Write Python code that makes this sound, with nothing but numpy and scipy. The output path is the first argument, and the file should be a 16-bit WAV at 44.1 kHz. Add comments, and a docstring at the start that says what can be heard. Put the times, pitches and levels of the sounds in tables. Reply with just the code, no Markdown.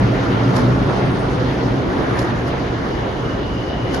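"""An underground metro station, a stereo microphone at the platform edge as a train rolls past.
Wheels roar on the rails and set the car bodies booming; steel clacks as each car end goes by,
over duller wheel knocks and thuds. Thin wheel squeals come and go, and a whine swells near the end.
The tiled hall leaves a tail on the knocks and clacks."""
import sys
import numpy as np
from scipy import signal
from scipy.fft import rfft, irfft
from scipy.io import wavfile
from scipy.ndimage import uniform_filter1d

SR = 44100
rng = np.random.default_rng(int(sys.argv[2]) if len(sys.argv) > 2 else 0)


def dump_mix(stems):
    """Bounce the given channels to the path in sys.argv[1] as a 16-bit WAV at rate SR."""
    frames = np.atleast_2d(stems).T  # one column per channel
    limited = np.clip(frames, -1, 1)  # hard clip at full scale
    pcm = np.round(limited * 32767).astype(np.int16)
    wavfile.write(sys.argv[1], SR, pcm)


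N = 176400
TIME, FREQS = np.arange(N) / SR, np.maximum(np.fft.rfftfreq(N, 1 / SR), 1)

# Which way the track noise leans at the microphone. Each row: frequency in Hz, left minus right in dB.
BALANCE = [(100, 0), (400, -.6), (680, -2.4), (1500, -2.2), (1800, 3), (2450, .8), (3300, 3.5), (5800, 5.3),
           (7400, 0)]


def from_db(db):
    return 10 ** (np.asarray(db) / 20)


def rms_one(x):
    return x / np.sqrt(np.mean(x ** 2) + 1e-20)


def steady(x, window_s=.25):
    """Even out slow chance swings; rms 1."""
    return x / np.sqrt(uniform_filter1d(np.mean(x ** 2, axis=0), size=int(window_s * SR)) + 1e-20)


def in_time(rows):
    """Join (seconds, value) rows by straight lines."""
    return np.interp(TIME, *np.transpose(rows))


def spectrum(rows):
    """Join (Hz, value) rows on a log-frequency axis."""
    hz, values = np.transpose(rows)
    return np.interp(np.log(FREQS), np.log(hz), values)


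def drift(per_s):
    """Smooth random wander with spread 1."""
    hop, settle = 100, 1000
    pole = np.exp(-2 * np.pi * per_s * hop / SR)
    noise = rng.standard_normal(N // hop + settle + 2)
    slow = signal.lfilter([1], [1, -2 * pole, pole * pole], noise)[settle:]
    return np.interp(np.arange(N) / hop, np.arange(len(slow)), rms_one(slow))


def swell(crest_s, rise_s, fall_s):
    """An exponential rise to 1 and fall away."""
    return np.exp(-np.maximum((crest_s - TIME) / rise_s, (TIME - crest_s) / fall_s))


def pan(balance_db):
    """Left and right gains of constant power."""
    gains = from_db(np.array([[.5], [-.5]]) * balance_db)
    return gains / np.sqrt(np.mean(gains ** 2, axis=0))


def stereo_noise(balance_db):
    """White noise spectrum: sides alike in the bass, wide above, in opposite phase at 7.6-9.5 kHz."""
    # How alike left and right are. Each row: frequency in Hz, correlation from -1 to 1.
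    likeness = [(60, .98), (260, 0.86), (420, 0.67), (680, 0.23), (1080, 0.2), (1650, -0.22), (2300, 0.57),
                (3500, 0.04), (6600, 0.63), (7600, -1), (9500, -1), (10300, 0.56)]
    alike = np.clip(spectrum(likeness), -.998, .998)
    mid, side = rfft(rng.standard_normal((2, N)))
    return (np.sqrt(1 + alike) * mid + np.sqrt(1 - alike) * side * [[1], [-1]]) * pan(balance_db)


def track_noise(colour):
    """Stereo noise from the track, shaped by (Hz, dB) rows; rms 1."""
    return rms_one(irfft(stereo_noise(spectrum(BALANCE)) * from_db(spectrum(colour)), N))


def resonance(hz, width_hz, balance_db=0):
    """A resonance kept ringing by friction: a narrow band of noise, rms 1."""
    peak = np.exp(-.5 * ((FREQS - hz) / width_hz) ** 2)
    return steady(irfft(stereo_noise(balance_db) * peak, N))


def hall(x, t60_s=.81, tail_db=-5, delay_s=.018):
    """Direct sound plus the station's reverberant tail."""
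    tail = irfft(stereo_noise(0), N) * from_db(-60 * TIME / t60_s) * (TIME > delay_s)
    reverb = signal.fftconvolve(rms_one(tail) / np.sqrt(N), x[None], axes=1)[:, :N]
    return x + from_db(tail_db) * reverb


def rolling(level_db=-20.5, flutter_db=1.5):
    """Wheel roar in half-octave bands that swell with the passing bogies and flutter on their own."""
    # Colour of the roar and its airy top. Each row: frequency in Hz, relative level in dB.
    roar = [(20, -28), (38, -2.5), (72, -1.5), (95, -6), (230, -4.5), (350, -2), (480, -6), (750, -9.5),
            (1550, -16.5), (1750, -16.5), (2200, -22.5), (2500, -26.5), (3100, -26), (4800, -32.5)]
    air = [(6500, -39.5), (7200, -47), (8300, -46.5), (9600, -52.3)]
    # Swings of four registers, each taken about its mean. Each row: time in seconds, level in dB.
    bass = [(0, -22), (0.2, -27.3), (0.62, -26.8), (0.75, -23.2), (0.95, -29), (1.25, -24.5), (1.75, -27.1),
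            (2.6, -27.6), (3.0, -25.7), (3.2, -30.0), (3.53, -24.1), (3.66, -28.0), (4, -26.4)]
    middle = [(0, -18.3), (0.6, -17.8), (0.76, -18.6), (0.92, -16.4), (1.1, -18.9), (1.53, -19.1),
              (1.9, -18.3), (2.2, -19.2), (2.42, -22), (2.55, -20.7), (3.3, -21.2), (3.62, -22.5), (4, -20)]
    treble = [(0, -29.3), (0.58, -27.3), (0.75, -29.8), (0.92, -27.7), (1.12, -29.3), (1.85, -30.1),
              (2.02, -26.8), (2.2, -25.6), (2.35, -29.6), (3.05, -31.1), (3.6, -33.4), (4, -30.7)]
    rail_hiss = [(0, -39), (.4, -37.3), (.7, -39.5), (.87, -38.3), (1.2, -40), (1.62, -38.7), (1.82, -41),
                 (2.0, -39.5), (3.75, -42), (4, -39.5)]
    register_hz = [80, 450, 1910, 4200]
    swings_db = np.array([db - db.mean() for db in map(in_time, (bass, middle, treble, rail_hiss))])
    noise = rfft(track_noise(roar + air))
    out = 0
    for hz in 20 * 2 ** (np.arange(20) / 2):
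        band = irfft(noise * np.maximum(1 - 2 * abs(np.log2(FREQS / hz)), 0), N)
        shares = np.array([np.interp(np.log(hz), np.log(register_hz), row) for row in np.eye(4)])
        gain = from_db(shares @ swings_db + flutter_db * drift(per_s=11))
        out = out + steady(band) * band.std() * gain
    return from_db(level_db) * out


def booming(drone_hz=118.5, waver_hz=5, drone_db=-29.2, rough_db=1.6):
    """The car bodies' wavering drone and low resonances of cars and track, driven by the same wheels."""
    # How hard the wheels drive them. Each row: time in seconds, gain in dB.
    drive = [(0.05, 11), (.12, 1), (.28, 4.5), (.45, 7.5), (.78, 8.5), (.91, 0.5), (1.1, 8), (1.24, -7),
             (1.34, 5), (1.62, -3), (1.72, 4), (1.85, -1), (2.3, 2.5), (2.45, -1.5), (3.05, -7.5),
             (3.22, -4.5), (3.72, -10), (3.82, -4)]
    # The resonances. Each row: frequency in Hz, width in Hz, base level in dB, share of the drive.
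    booms = [(130, 17.6, -27, 0.65), (190, 14, -32, 0.93), (273.2, 13.5, -32.5, 0.65)]
    drive_db = in_time(drive)
    pitch = drone_hz + waver_hz * drift(per_s=9)
    tone = np.sqrt(2) * np.sin(2 * np.pi * np.cumsum(pitch) / SR)
    drone = tone * from_db(drone_db + drive_db + rough_db * drift(per_s=30))
    return drone + sum(from_db(db + share * drive_db) * resonance(hz, width)
                       for hz, width, db, share in booms)


def squeals(flutter_db=.8):
    """Wheels and bogies ring in narrow bands that swell, flutter and fade as they go by."""
    # Squeals, then the high whine and thin singing of steel. Each row: crest, rise and fall in seconds,
    # pitch and width in Hz, crest level in dB, left minus right in dB.
    wheels = [(0.37, 0.3, 0.27, 240, 100, -27.5, -3.5), (1.75, 0.32, .6, 290, 58, -24, 0),
              (0.34, 0.6, 1.5, 1380, 75, -34.5, -3), (2.06, 0.13, 0.57, 1640, 70, -38.5, -3)]
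    singing = [(3.78, .9, .8, 2925, 88, -38.6, 3), (3.6, .35, .35, 4980, 100, -52.5, 4),
               (1.2, .7, .3, 8460, 260, -51, 0), (2.16, .2, .14, 10100, 190, -56.5, 0)]
    # Brief rings of the running gear. Each row: crest in seconds, pitch in Hz, crest level in dB.
    rings = [(.93, 690, -29), (1.2, 480, -28), (1.375, 495, -21.5), (1.89, 620, -28), (2.0, 185, -23),
             (2.91, 480, -27.5), (3.715, 675, -28), (3.95, 1510, -32.5)]
    brief = [(crest, .03, .06, hz, .05 * hz, db, 0) for crest, hz, db in rings]
    out = 0
    for crest, rise, fall, hz, width, db, balance_db in wheels + singing + brief:
        envelope = swell(crest, rise, fall) * from_db(db + flutter_db * drift(per_s=14))
        out = out + envelope * resonance(hz, width, balance_db)
    return out


def thuds():
    """Wheels pound over uneven rail: short bursts in the midrange that rise fast and die away within a tenth of
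    a second."""
    # The blows. Each row: crest in seconds, level in dB.
    blows = [(.35, -25.5), (.555, -20.5), (.9, -22.5), (2.185, -24.5), (2.545, -25.5), (3.055, -27),
             (3.94, -27.5)]
    # Their colour. Each row: frequency in Hz, relative level in dB.
    colour = [(200, -21), (480, 1), (950, -1), (2300, -20.5), (8000, -57.5)]
    power = sum((from_db(db) * swell(crest, rise_s=.02, fall_s=.07)) ** 2 for crest, db in blows)
    return np.sqrt(power) * track_noise(colour)


def knocks(level_db=-28.5, jolts_per_s=13, jolt_db=-14):
    """Rail joints and random small jolts strike the bogie's modes, each with a strength of its own."""
    # Wheels meeting joints. Each row: start in seconds, relative strength in dB.
    joints = [(0.547, 4.5), (.6, 3.5), (1.63, 0.5), (2.19, -4), (2.247, -3)]
    # The bogie's modes. Each row: frequency in Hz, relative level in dB, seconds to fall 60 dB.
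    bogie = [(249.5, 6.5, 0.39), (335, -2.5, 0.16), (538, -4, .1), (694, -1, 0.045), (900, -10, 0.062)]
    jolts = (rng.random(N) < jolts_per_s / SR) * from_db(jolt_db)
    starts, strength_db = np.transpose(joints)
    out = 0
    for hz, mode_db, t60_s in bogie:
        hits = jolts * rng.standard_normal(N)
        strengths = from_db(strength_db + rng.normal(0, 1.5, len(starts)))
        hits[(starts * SR).astype(int)] = strengths * rng.choice([-1, 1], len(starts))
        pole, angle = from_db(-60 / (t60_s * SR)), 2 * np.pi * hz / SR
        feedback = [1, -2 * pole * np.cos(angle), pole * pole]
        ring = signal.lfilter([0, np.sin(angle)], feedback, hits + 1e-18)
        out = out + from_db(level_db + mode_db) * ring
    return hall(out)


def clacks(attack_s=.004, crash_t60_s=.12, tail_t60_s=.3, scuff_s=.025, rattle_db=3.5):
    """A car end goes by: a short scuff, a bright rattling crash of steel, and its tail in the hall."""
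    # The strikes. Each row: start in seconds, level in dB.
    strikes = [(.559, -26.5), (.579, -33.5), (1.975, -41), (2.188, -29), (2.215, -36), (2.47, -38),
               (3.94, -28.5)]
    # Their colour. Each row: frequency in Hz, relative level in dB.
    colour = [(1600, 4), (2700, -3), (3600, -1), (4400, 1.5), (5100, 1), (6300, -6), (11500, -12.5)]
    power = 0
    for start, db in strikes:
        age = np.maximum(TIME - start, 0)
        crash = from_db(-60 * age / crash_t60_s)
        tail = from_db(-7 - 60 * age / tail_t60_s)
        strike = np.minimum(age / attack_s, 1) * np.hypot(crash, tail)
        scuff = from_db(-8) * swell(start, scuff_s, scuff_s)
        power = power + from_db(db) ** 2 * (strike ** 2 + scuff ** 2)
    rattle = from_db(rattle_db * drift(per_s=360))
    return np.sqrt(power) * rattle * track_noise(colour)


def scene():
    """The whole train, heard from the platform edge."""
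    return rolling() + booming() + squeals() + clacks() + thuds() + knocks()


def record(dry, cutoff_hz=11700):
    """The top is cut steeply."""
    return signal.sosfilt(signal.ellip(10, .2, 80, cutoff_hz, fs=SR, output="sos"), dry)


dry = scene()
out = record(dry)
dump_mix(out)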